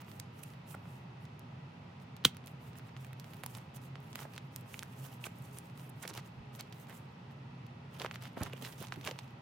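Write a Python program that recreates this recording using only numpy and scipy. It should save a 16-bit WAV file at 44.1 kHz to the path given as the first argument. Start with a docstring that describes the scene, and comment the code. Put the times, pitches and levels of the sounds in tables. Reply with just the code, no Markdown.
"""Binder of plastic sleeves

Hands work on a ring binder of clear plastic sleeves, close to a phone in a quiet, furnished room.
Cards rub over film as dense random slips through shifting resonances; creases and card edges pop as
short falling-pitch swings with noise cracks. Pages and palms land as damped thuds, the steel rings
snap shut once as a burst of decaying modes, and a fan hums throughout as narrow bands over moving air."""
import sys
import numpy as np
from scipy import signal
from scipy.fft import rfft, irfft, next_fast_len
from scipy.io import wavfile
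from scipy.ndimage import uniform_filter1d

SR = 44100
rng = np.random.default_rng(int(sys.argv[2]) if len(sys.argv) > 2 else 0)


def bounce(signal):
    """Save signal as a 16-bit WAV file at the path given by the first command-line argument."""
    frames = np.transpose(np.atleast_2d(signal))
    limited = np.clip(frames, -1, 1)
    pcm = np.round(limited * 32767).astype(np.int16)
    wavfile.write(sys.argv[1], SR, pcm)


N = 414981
TOP_HZ = 16000  # upper limit of resonances, swings and the phone
FIRM_DB = -64.5  # rubbing level of a firm movement

# A card or a finger gliding over the film. Each row: start in seconds, length in seconds, level in dB.
STROKES = [(0.0, 0.025, -61.5), (.035, 0.17, -67), (.31, 0.27, -68), (.652, 0.12, -62), (.81, 0.23, -72.5),
           (1.195, 0.067, -77.5), (2.0, 0.042, -75), (2.44, 0.12, -75), (2.58, 0.16, -70.5),
           (2.755, 0.053, -64), (2.84, 0.063, -77), (2.95, 0.16, -70), (3.14, 0.36, -72),
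           (3.42, 0.21, -66.5), (3.735, 0.049, -60.5), (3.8, 0.097, -68.5), (3.98, 0.21, -73),
           (4.14, .13, -59), (4.3, 0.078, -75), (4.42, 0.067, -80), (4.5, 0.14, -69), (4.645, 0.23, -62),
           (4.85, 0.34, -64), (4.93, 0.28, -63.5), (5.19, 0.11, -61), (5.28, 0.32, -69), (5.51, 0.11, -60),
           (5.6, 0.13, -71.5), (5.745, 0.15, -67), (5.94, 0.18, -66), (6.23, 0.075, -70.5),
           (6.52, 0.077, -63), (6.71, 0.17, -67), (6.87, 0.15, -62.5), (7.305, 0.033, -77.5),
           (8.56, .23, -58.5), (8.77, 0.093, -59.5), (8.88, 0.28, -71)]
# A whole sleeve bending as it is opened, lifted or turned.
# Each row: start in seconds, length in seconds, level in dB.
BENDS = [(3.54, 0.046, -52.5), (4.15, 0.12, -59), (4.34, 0.051, -62), (5.23, 0.054, -57),
         (6.015, 0.044, -55), (6.08, 0.032, -50.5), (6.14, 0.072, -53), (6.583, 0.037, -52.5),
         (7.9, 0.12, -61), (7.98, 0.088, -50), (8.105, 0.065, -56.5), (8.2, 0.11, -54), (8.36, 0.15, -50.5),
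         (8.49, 0.13, -62), (8.6, 0.13, -51.5), (8.78, 0.12, -56), (8.91, 0.066, -61), (9.025, .1, -46.5),
         (9.13, 0.22, -65.5)]


def undb(db):
    """Decibels to gain."""
    return 10 ** (np.asarray(db) / 20)


def unit(x):
    """Scale to rms 1."""
    return x / np.sqrt(np.mean(x ** 2) + 1e-20)


def clock(length_s):
    """Sample times in seconds of a sound of that length."""
    return np.arange(int(length_s * SR)) / SR


def add(out, start_s, x):
    """Mix a sound into the stereo output, cut at its end."""
    i = max(int(start_s * SR), 0)
    out[:, i:i + x.shape[-1]] += x[..., :N - i]


def colour(x, points):
    """Filter by a spectrum of (Hz, dB) points, interpolated over log frequency."""
    hz, db = np.transpose(points)
    size = next_fast_len(x.shape[-1])
    f = np.maximum(np.arange(size // 2 + 1) * SR / size, 1)
    gain = undb(np.interp(np.log(f), np.log(hz), db))
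    return irfft(rfft(x, size) * gain, size)[..., :x.shape[-1]]


def resonate(x, hz, width_hz):
    """One second-order resonance, gain 1 at its centre."""
    g, k = np.tan(np.pi * min(hz, TOP_HZ) / SR), width_hz / hz
    numerator = [g * k, 0, -g * k]
    denominator = [1 + g * k + g * g, 2 * g * g - 2, 1 - g * k + g * g]
    return signal.lfilter(numerator, denominator, x)


def pair(size, likeness):
    """Noise for two microphones, with a common share of its power."""
    c = np.clip(likeness, 0, 1)
    noise = rng.standard_normal((3, size))
    return np.sqrt(c) * noise[2] + np.sqrt(1 - c) * noise[:2]


def ringing(size, likeness, hz, width_hz):
    """Noise gathered around one pitch by two equal resonances; rms 1."""
    return unit(resonate(resonate(pair(size, likeness), hz, width_hz), hz, width_hz))


def panned(db):
    """Left and right gains for a left minus right level in dB."""
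    return undb(np.array([[db], [-db]]) / 2)


def walk(rate_hz):
    """Slow random wandering, rms near 1: random steps smoothed over one step."""
    k = int(SR / rate_hz)
    steps = np.repeat(rng.standard_normal(N // k + 2), k)
    return unit(uniform_filter1d(steps, k))[:N]


def fan():
    """Wavering hum over moving air; the bass is alike in both ears, the treble is not."""
    # Spectrum of the moving air. Each row: frequency in Hz, relative level in dB.
    air_spectrum = [(15, -85.5), (25, -46.5), (64, -27.5), (82, -15), (130, -3), (200, -12), (242, -13.5),
                    (317, -21), (354, -24), (439, -24), (962, -26.5), (1700, -33.5), (2610, -33),
                    (5280, -45.5), (8000, -57.5), (16000, -68.5)]
    # Fan hum. Each row: centre in Hz, level in dB, width in Hz of the narrower of two resonances.
    hum_bands = [(114.4, -59.5, 23), (134.3, -56.5, 10), (173.2, -62, 7), (239, -70, 7), (355.1, -73.5, 15),
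                 (416, -73.5, 6), (799.4, -73.5, 29), (830, -72, 40), (940, -69.5, 80), (1280, -71.5, 160),
                 (1932, -75, 94), (2614, -75.5, 97), (2900, -87.5, 110)]
    air_db = -52
    side_spectrum = [(200, -25.5), (400, -3), (800, 0), (12000, -2.0)]  # Hz, dB
    mid = colour(rng.standard_normal(N), air_spectrum)
    side = colour(colour(rng.standard_normal(N), air_spectrum), side_spectrum)
    air = undb(air_db) * (mid + side * np.array([[1], [-1]])) / mid.std()
    hum = 0
    for hz, db, width_hz in hum_bands:
        noise = pair(N, 1 / (1 + (hz / 500) ** 4))
        band = resonate(resonate(noise, hz, width_hz), hz, 2 * width_hz)
        hum = hum + undb(db) * unit(band)
    return (air + hum) * panned(-1.1)


def room(x, wet_db=-17, t60_s=0.31):
    """Short, dull reflections of a furnished room: convolution with decaying noise."""
    t = clock(0.26)
    tail = resonate(pair(len(t), .1), 2000, 7000) * undb(-60 * t / t60_s) * (t > .004)
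    tail /= np.sqrt(np.sum(tail ** 2, axis=1, keepdims=True))
    return x + undb(wet_db) * signal.fftconvolve(x, tail, axes=1)[:, :N]


def thuds(table, slap_db):
    """Soft blows: a damped swing of the stack or cover with an uneven slap around the same pitch."""
    out, t = np.zeros((2, N)), clock(0.38)
    for start_s, db, hz, t60_s in table:
        slap = unit(resonate(pair(len(t), 0.86), hz, 0.94 * hz))
        blow = undb(-60 * t / t60_s) * (np.sin(2 * np.pi * hz * t) + undb(slap_db) * slap)
        # little is radiated below the blow's own pitch
        radiation = signal.butter(3, [hz / 2, 3 * hz], "band", fs=SR, output="sos")
        add(out, start_s, undb(db) * signal.sosfilt(radiation, blow))
    return out * panned(-2.3)


def rings(ring_db=-9, clash_db=-25, clash_s=0.00082, clatter_db=-30, clatter_t60_s=0.09, lag_s=.00002):
    """The sprung rings clash and chatter; the steel rings briefly and the cover thumps."""
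    # Rings closing, tooth after tooth. Each row: start in seconds, force in dB.
    snap = [(2.2407, -31.5), (2.24722, -23), (2.24895, -8.5), (2.25062, -10), (2.25093, -2.5),
            (2.25151, 0.2), (2.2518, 2.2), (2.25294, -14.5)]
    # Modes of the steel mechanism. Each row: frequency in Hz, relative level in dB, t60 in seconds.
    steel_modes = [(1446, -28.5, 0.024), (1784, -7, .01), (2120, -42.5, .14), (2495, -30, .018),
                   (3140, -12.5, .014), (3230, -37, 0.073), (3288, -10.2, .012), (3700, -12.5, .016),
                   (4030, -4.5, .012), (4710, -21.5, .035), (5247, -16, .016), (6366, -22.5, 0.024),
                   (8280, -25.5, .067), (9100, -24, .013), (11993, -31.5, .01), (14300, -23.5, .024),
                   (15450, -10.5, .016)]
    # Rattle of the spine. Each row: frequency in Hz, relative level in dB.
    clatter_spectrum = [(900, -24), (1250, -5.5), (1900, -7.5), (2800, -0.5), (3250, 4.5), (3900, -7),
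                        (4800, -8), (6000, -8), (8000, -12), (12500, -16), (15500, -14.5)]
    # Cover pushed by the spring. Each row: start in seconds, level in dB, pitch in Hz, t60 in seconds.
    cover = [(2.2526, -24.5, 463, 0.02), (2.2542, -28, 233, 0.045), (2.2566, -31, 135, 0.1)]
    out, t = np.zeros((2, N)), clock(.2)
    arrival = np.maximum(t - np.array([[lag_s], [0]]), 0)  # the left microphone is a little further away
    steel = 0
    for hz, mode_db, t60_s in steel_modes:
        steel = steel + undb(mode_db - 60 * t / t60_s) * np.sin(2 * np.pi * hz * arrival)
    for start_s, db in snap:
        clash = unit(resonate(pair(len(t), .3), 6500, 7000)) * np.exp(-t / clash_s) * panned(-10.0)
        add(out, start_s, undb(db) * (undb(ring_db) * steel + undb(clash_db) * clash))
    # thin wire radiates almost no bass
    out = signal.sosfilt(signal.butter(4, 1050, "high", fs=SR, output="sos"), out)
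    # at the hardest blow the whole spine rattles in many dense modes
    hardest_s, _ = max(snap, key=lambda row: row[1])
    clatter = unit(colour(pair(len(t), 0.47), clatter_spectrum))
    add(out, hardest_s, clatter * undb(clatter_db - 60 * t / clatter_t60_s))
    return out * panned(-1.1) + thuds(cover, slap_db=-10.0)


def grains(size, rate_hz, spread_db, decay_s):
    """Envelope of many tiny slips: random times, a few much stronger than the rest; rms 1."""
    chance, strength = rng.random(size), np.minimum(rng.exponential(size=size), 5)
    energy = (chance < rate_hz / SR) * undb(spread_db * strength) ** 2
    return unit(np.sqrt(signal.lfilter([1], [1, -np.exp(-2 / (decay_s * SR))], energy)))


def flexing(slips, depth_db=2.5):
    """Slips excite a sheet whose resonances come and go as it bends."""
    drive = slips * pair(N, 0.42)
    centres_hz = np.geomspace(400, 15000, num=34)
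    return sum(resonate(drive, hz, hz / 8) * undb(depth_db * walk(36)) for hz in centres_hz)


def movements(table, peak_share, speed_power=1.2, settle_s=0.082, settle_db=-13):
    """Rubbing level follows hand speed, from rest to a peak and back; then the film creeps and fizzes."""
    t, power = np.arange(N) / SR, np.zeros(N)
    for start_s, length_s, db in table:
        span = slice(max(int(start_s * SR), 0), int((start_s + length_s) * SR))
        corners_s = start_s + length_s * np.array([0, np.clip(peak_share, .1, .9), 1])
        progress = np.interp(t[span], corners_s, [0, .5, 1])
        speed = np.abs(np.sin(np.pi * progress))
        power[span] += (undb(db) * speed ** speed_power) ** 2
    keep = np.exp(-2 / (settle_s * SR))
    settling = signal.lfilter([1 - keep], [1, -keep], power)
    return np.sqrt(power + undb(settle_db) ** 2 * settling)


def sliding(jerk_db=2.66):
    """Card and film catch and slip: shared slips drive hiss and body, and tiny wrinkles tick on top."""
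    # Spectrum of the hiss and ticks. Each row: frequency in Hz, relative level in dB.
    hiss_spectrum = [(2500, -29.5), (4500, -12.5), (6500, -6.5), (8500, -3), (11000, -3), (13000, 0),
                     (15800, -5)]
    # Spectrum of the sheet's body. Each row: frequency in Hz, relative level in dB.
    body_spectrum = [(200, -4), (420, 3.5), (900, 6), (1500, 0.5), (2200, -4), (3000, 3.5), (4300, -7.5),
                     (6300, -10), (10000, -33.5)]
    stroke_body_db, bend_hiss_db = -1.5, -13.5  # gliding sounds hiss and body almost equally, bending mostly sounds the sheet
    tick_db, tick_growth = -74.5, 0.89  # level at firm effort; dB gained per dB of effort
    # peak_share: how far into the movement the hand is fastest
    glide, bend = movements(STROKES, peak_share=0.48), movements(BENDS, peak_share=0.38)
    slips = grains(N, rate_hz=4000, spread_db=1.5, decay_s=0.0005)
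    sheet = flexing(unit(slips * undb(jerk_db * walk(60))))
    hiss = unit(colour(sheet, hiss_spectrum)) * np.hypot(glide, undb(bend_hiss_db) * bend)
    # a bending sheet crackles: its body answers in short, uneven spurts
    spurts = grains(N, rate_hz=450, spread_db=2.5, decay_s=0.0023)
    body = unit(colour(sheet * spurts, body_spectrum)) * np.hypot(bend, undb(stroke_body_db) * glide)
    wrinkles = grains(N, rate_hz=130, spread_db=3.5, decay_s=.0003)
    ticks = unit(colour(pair(N, .55) * wrinkles, hiss_spectrum))
    effort = np.hypot(glide, bend) / undb(FIRM_DB)
    return hiss + body + undb(tick_db) * ticks * effort ** tick_growth


def swing(t, hz, swings, fall_oct, pitch_share=0.26, lag_s=.00004):
    """Swings of film or card, peak 1: slow bending waves arrive last, so the pitch falls with each."""
    # each one lies elsewhere on the page, so it reaches one microphone first
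    arrival = np.maximum(t + lag_s * rng.standard_normal() * np.array([[.5], [-.5]]), 0)
    fall = np.log(2) * max(fall_oct, .001)
    start_hz = min(hz * np.exp(fall * pitch_share * swings), TOP_HZ)
    turn = np.log1p(fall * start_hz * arrival) / fall  # swings completed so far
    x = np.sin(2 * np.pi * turn) * turn * undb(-60 * turn / swings) * (1 - t / t[-1])
    return x / np.abs(x).max()


def clicks(fall_oct=0.055, crack_s=0.0014):
    """A stiff card edge slips: a crack, and the card rings at its own pitch."""
    # Each row: start in seconds, ring level in dB, pitch in Hz, swings of decay, crack level in dB.
    edges = [(0.199, -35, 5500, 9, -35), (0.435, -42.5, 2630, 7, -44), (4.7426, -30.5, 2440, 4.5, -64),
             (4.7922, -28, 3780, 3.2, -37), (4.8267, -30, 2500, 1.7, -48), (4.8315, -33.5, 1580, 3.3, -40),
             (5.2404, -34.5, 2610, 17, -45), (6.0542, -42, 2090, 8.9, -56), (6.6084, -33, 4370, 11, -42),
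             (7.9992, -27, 3960, 2.7, -53), (8.5334, -34, 2630, 6.4, -47), (9.0496, -37, 2712, 6.3, -39.5)]
    out, t = np.zeros((2, N)), clock(0.022)
    for start_s, db, hz, swings, crack_db in edges:
        crack = unit(resonate(pair(len(t), 0.43), 6000, 13000)) * np.exp(-t / crack_s)
        add(out, start_s, undb(db) * swing(t, hz, swings, fall_oct) + undb(crack_db) * crack)
    return out


def crumples(rate_hz=1100, spread_db=4, swings=4.3, fall_oct=0.39):
    """Bursts of small creases giving way in turn, each with its own pitch and strength."""
    # Film crumpling under the fingers. Each row: middle in seconds, half length in seconds, level in dB,
    # pitch in Hz, pitch spread in octaves.
    bursts = [(0.198, 0.0042, -48, 7900, 0.42), (0.435, 0.0083, -45, 11600, 0.1),
              (0.747, 0.0061, -44, 1220, 0.28), (0.708, 0.053, -57, 12500, .25),
              (2.891, .012, -60, 4000, 0.66), (3.437, 0.0065, -48.5, 11700, 0.18),
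              (3.463, .003, -50, 12000, .15), (3.575, 0.018, -55, 11500, 0.26),
              (3.765, 0.0074, -52, 12600, 0.096), (4.185, 0.028, -54.5, 2000, .8),
              (4.226, 0.019, -51, 2600, 0.68), (4.254, .006, -48, 900, .3), (5.245, 0.007, -45, 2680, .08),
              (5.261, 0.017, -45, 9000, 0.3), (5.266, 0.0099, -47, 2020, 0.3),
              (5.897, 0.0084, -53, 12000, .2), (6.03, .012, -47, 8030, 0.23),
              (6.036, 0.016, -46.5, 1890, .5), (6.054, 0.0056, -48, 1900, .2),
              (6.079, 0.0042, -41, 6960, .4), (6.097, 0.017, -47.5, 8100, 0.42),
              (6.098, .017, -50, 1500, 0.4), (6.188, 0.02, -48, 2500, 1.07), (6.6, 0.012, -45, 4210, 0.67),
              (6.729, .008, -53, 3000, 0.6), (6.905, 0.044, -54.5, 2004, 1.03),
              (8.012, .016, -44.5, 1097, 0.82), (8.058, 0.011, -42.5, 1100, 0.83),
              (8.143, 0.0087, -49, 4000, 1.1), (8.235, .02, -61, 3000, 1), (8.272, 0.013, -53, 4000, 0.94),
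              (8.373, 0.012, -43.5, 1000, 0.45), (8.42, 0.027, -41.5, 1000, 0.58),
              (8.433, 0.0064, -40.5, 6000, .4), (8.466, 0.011, -43, 1730, 0.46),
              (8.53, 0.0075, -48, 2590, 0.47), (8.654, 0.028, -46, 3296, 0.66),
              (8.828, 0.03, -48, 2500, 1.12), (9.072, 0.015, -41.5, 3000, 0.76),
              (9.086, 0.023, -44, 890, 0.73)]
    out, t = np.zeros((2, N)), clock(0.017)
    for middle_s, half_s, db, hz, spread_oct in bursts:
        count = int(2 * half_s * rate_hz) + 2
        burst = np.zeros((2, int(2 * half_s * SR) + len(t) + 1))
        for k, (strength, pitch) in enumerate(rng.standard_normal((count, 2)).clip(-2, 2)):
            moment = (k + rng.random()) / count
            flip = rng.choice([-1, 1]) * swing(t, hz * 2 ** (spread_oct * pitch), swings, fall_oct)
            swell = np.sin(np.pi * moment) ** 2
            add(burst, 2 * half_s * moment, undb(spread_db * strength) * swell * flip)
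        length_gain = np.sqrt(0.45 * half_s * SR / burst.shape[1])
        add(out, middle_s - half_s, undb(db) * unit(burst) * length_gain)
    return out


def crinkles(table, count):
    """Each movement flips a few small creases at random moments, strengths and pitches; rows as for pops."""
    level_db, spread_db, crack_db = -50, 3.5, -17  # level at firm effort; crack relative to the pop
    centre_hz, spread_oct = 2432, 0.71
    growth = 0.43  # dB gained per dB of effort
    all_moments = rng.random((len(table), count))
    all_draws = rng.standard_normal((len(table), count, 2)).clip(-2, 2)
    rows = []
    for (start_s, length_s, effort_db), moments, draws in zip(table, all_moments, all_draws):
        for moment, (strength, pitch) in zip(moments, draws):
            db = level_db + growth * (effort_db - FIRM_DB) + spread_db * strength
            hz = centre_hz * 2 ** (spread_oct * pitch)
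            rows.append((start_s + moment * length_s, db, hz, db + crack_db))
    return rows


def pops(table, swings=3.78, fall_oct=1.14, flutter_s=0.0048, flutter_db=-17, crack_s=0.00069,
         knock_hz=680, knock_s=0.0044, knock_db=-21):
    """A crease flips: a crack, a few swings of film, a sheet flutter and a knock of the card under it."""
    out, t = np.zeros((2, N)), clock(.04)
    for start_s, db, hz, crack_db in table:
        flutter = ringing(len(t), .3, hz, 2.1 * hz) * np.exp(-t / flutter_s)
        knock = ringing(len(t), .77, knock_hz, 1.5 * knock_hz) * np.exp(-t / knock_s)
        crack = unit(resonate(pair(len(t), 0.31), 12000, 12000)) * np.exp(-t / crack_s)
        pop = swing(t, hz, swings, fall_oct) + undb(flutter_db) * flutter + undb(knock_db) * knock
        add(out, start_s, undb(db) * pop + undb(crack_db) * crack)
    return out


def scene():
    """The binder a little to the right, the film sounding where the hands are, the fan behind."""
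    # Creases popping. Each row: start in seconds, pop level in dB, pitch in Hz, crack level in dB.
    creases = [(0.116, -42.5, 3070, -51), (0.7496, -46, 1300, -48), (1.394, -49, 6360, -50),
               (2.1662, -42.5, 3870, -51), (2.3473, -44, 1700, -59), (2.369, -43, 2620, -44),
               (2.461, -56, 6000, -44), (2.4718, -39.5, 3820, -41), (2.479, -45, 2540, -46.5),
               (2.786, -58, 2390, -42.5), (2.9658, -39, 2120, -66), (3.047, -42, 1900, -45.5),
               (3.067, -52, 4000, -53), (3.131, -43, 2070, -47), (3.1985, -37, 4700, -46),
               (3.2437, -42, 2540, -51), (3.3352, -41, 2870, -45), (3.344, -48, 3000, -52),
               (3.368, -52, 5000, -51), (3.4405, -41, 1310, -44.5), (3.4359, -32, 2000, -40),
               (3.4622, -35.5, 3030, -29), (3.5504, -35.5, 3780, -44), (3.9558, -36.5, 1780, -71),
               (4.003, -58, 6060, -54), (4.13, -39, 3970, -63), (4.1564, -29.5, 2160, -33),
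               (4.1907, -35.5, 2308, -59), (4.3367, -41, 2790, -49), (4.363, -38, 3420, -51),
               (4.3791, -30.5, 2350, -46), (4.5612, -35, 4030, -29.5), (4.6105, -50, 6000, -50),
               (5.267, -36.5, 1926, -44), (5.423, -54, 6000, -50), (5.586, -40, 4600, -32),
               (5.776, -45, 4500, -50), (6.0286, -51, 2917, -39), (6.036, -45, 2300, -44),
               (6.052, -36, 1603, -65), (6.0774, -32, 3300, -36), (6.1352, -42, 3890, -48),
               (6.1395, -37, 4500, -54), (6.1505, -40, 4500, -43), (6.1735, -34, 5000, -48),
               (6.1764, -31.5, 2790, -39), (6.5509, -42, 4590, -51), (6.559, -52, 6040, -47),
               (6.6087, -39.5, 3000, -39), (6.7254, -39, 2740, -49), (6.897, -42, 1692, -48),
               (6.927, -42.5, 1289, -60), (7.6659, -50, 3220, -54.5), (8.0178, -26.5, 2736, -56),
               (8.0472, -27.5, 1076, -54), (8.0618, -27.5, 1877, -61), (8.112, -29, 1900, -59),
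               (8.158, -32, 2200, -59), (8.2235, -39, 2100, -45), (8.2546, -36, 2130, -58),
               (8.434, -38, 4597, -29), (8.57, -56, 5026, -53), (8.625, -46, 3000, -39),
               (8.6494, -32, 3080, -50), (8.7245, -40.5, 4024, -51), (8.781, -50, 5040, -49),
               (8.8265, -48, 3505, -37), (8.87, -37.5, 4500, -58), (8.9229, -25.5, 1600, -64),
               (9.0121, -37.5, 3300, -53), (9.0658, -37, 1596, -48), (9.0749, -24.5, 2597, -40),
               (9.0902, -35, 1896, -56), (9.1117, -30, 2860, -63), (9.1891, -28.5, 3270, -63)]
    # Pages and palms landing on the stack.
    # Each row: start in seconds, level in dB, pitch in Hz, t60 in seconds.
    flops = [(.747, -43.5, 570, 0.024), (3.436, -47.5, 760, 0.027), (3.462, -43, 904, 0.015),
             (4.252, -40.5, 602, 0.026), (5.268, -41, 448, .02), (6.05, -49, 520, .05),
             (6.105, -39, 150, .06), (6.178, -43, 326, 0.026), (6.36, -47, 64.4, 0.28),
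             (6.603, -52, 650, 0.022), (8.006, -41.5, 446, 0.1), (8.046, -36, 521, 0.027),
             (8.371, -34.5, 240.4, 0.072), (8.406, -39, 184.8, 0.097), (8.41, -36.5, 95, 0.12),
             (8.41, -43, 600, 0.037), (8.42, -37.5, 280, 0.077), (8.465, -35, 140, 0.056),
             (8.535, -41.5, 483, 0.028), (8.622, -45.5, 238, 0.1), (8.81, -42, 197.8, 0.049),
             (8.972, -41.5, 157.6, 0.1), (9.078, -40.5, 430, 0.084), (9.112, -41, 483, 0.031)]
    # Where the hands work, right page first, then across the spine and back.
    # Each row: time in seconds, left minus right level in dB.
    hand_pan = [(0, -5.5), (5.3, -5), (6.05, -5.5), (6.2, -1), (6.6, -1.5), (6.75, -5.5), (8.0, -4),
                (8.2, 0), (8.42, -3.5), (8.92, -5.5), (9.1, -3)]
    hum, snap = fan(), room(rings(), wet_db=-32, t60_s=.25)
    pan_db = np.interp(np.arange(N) / SR, *np.transpose(hand_pan))
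    all_creases = creases + crinkles(STROKES, count=2) + crinkles(BENDS, count=4)
    film = sliding() + pops(all_creases) + clicks() + crumples()
    film = film * undb(np.array([pan_db, -pan_db]) / 2)
    return room(film + thuds(flops, slap_db=0.5), wet_db=-19.5) + snap + hum


def record(dry):
    """The phone cuts the top of the treble with a steep low-pass."""
    return signal.sosfilt(signal.ellip(10, .2, 70, TOP_HZ, fs=SR, output="sos"), dry)


dry = scene()
out = record(dry)
bounce(out)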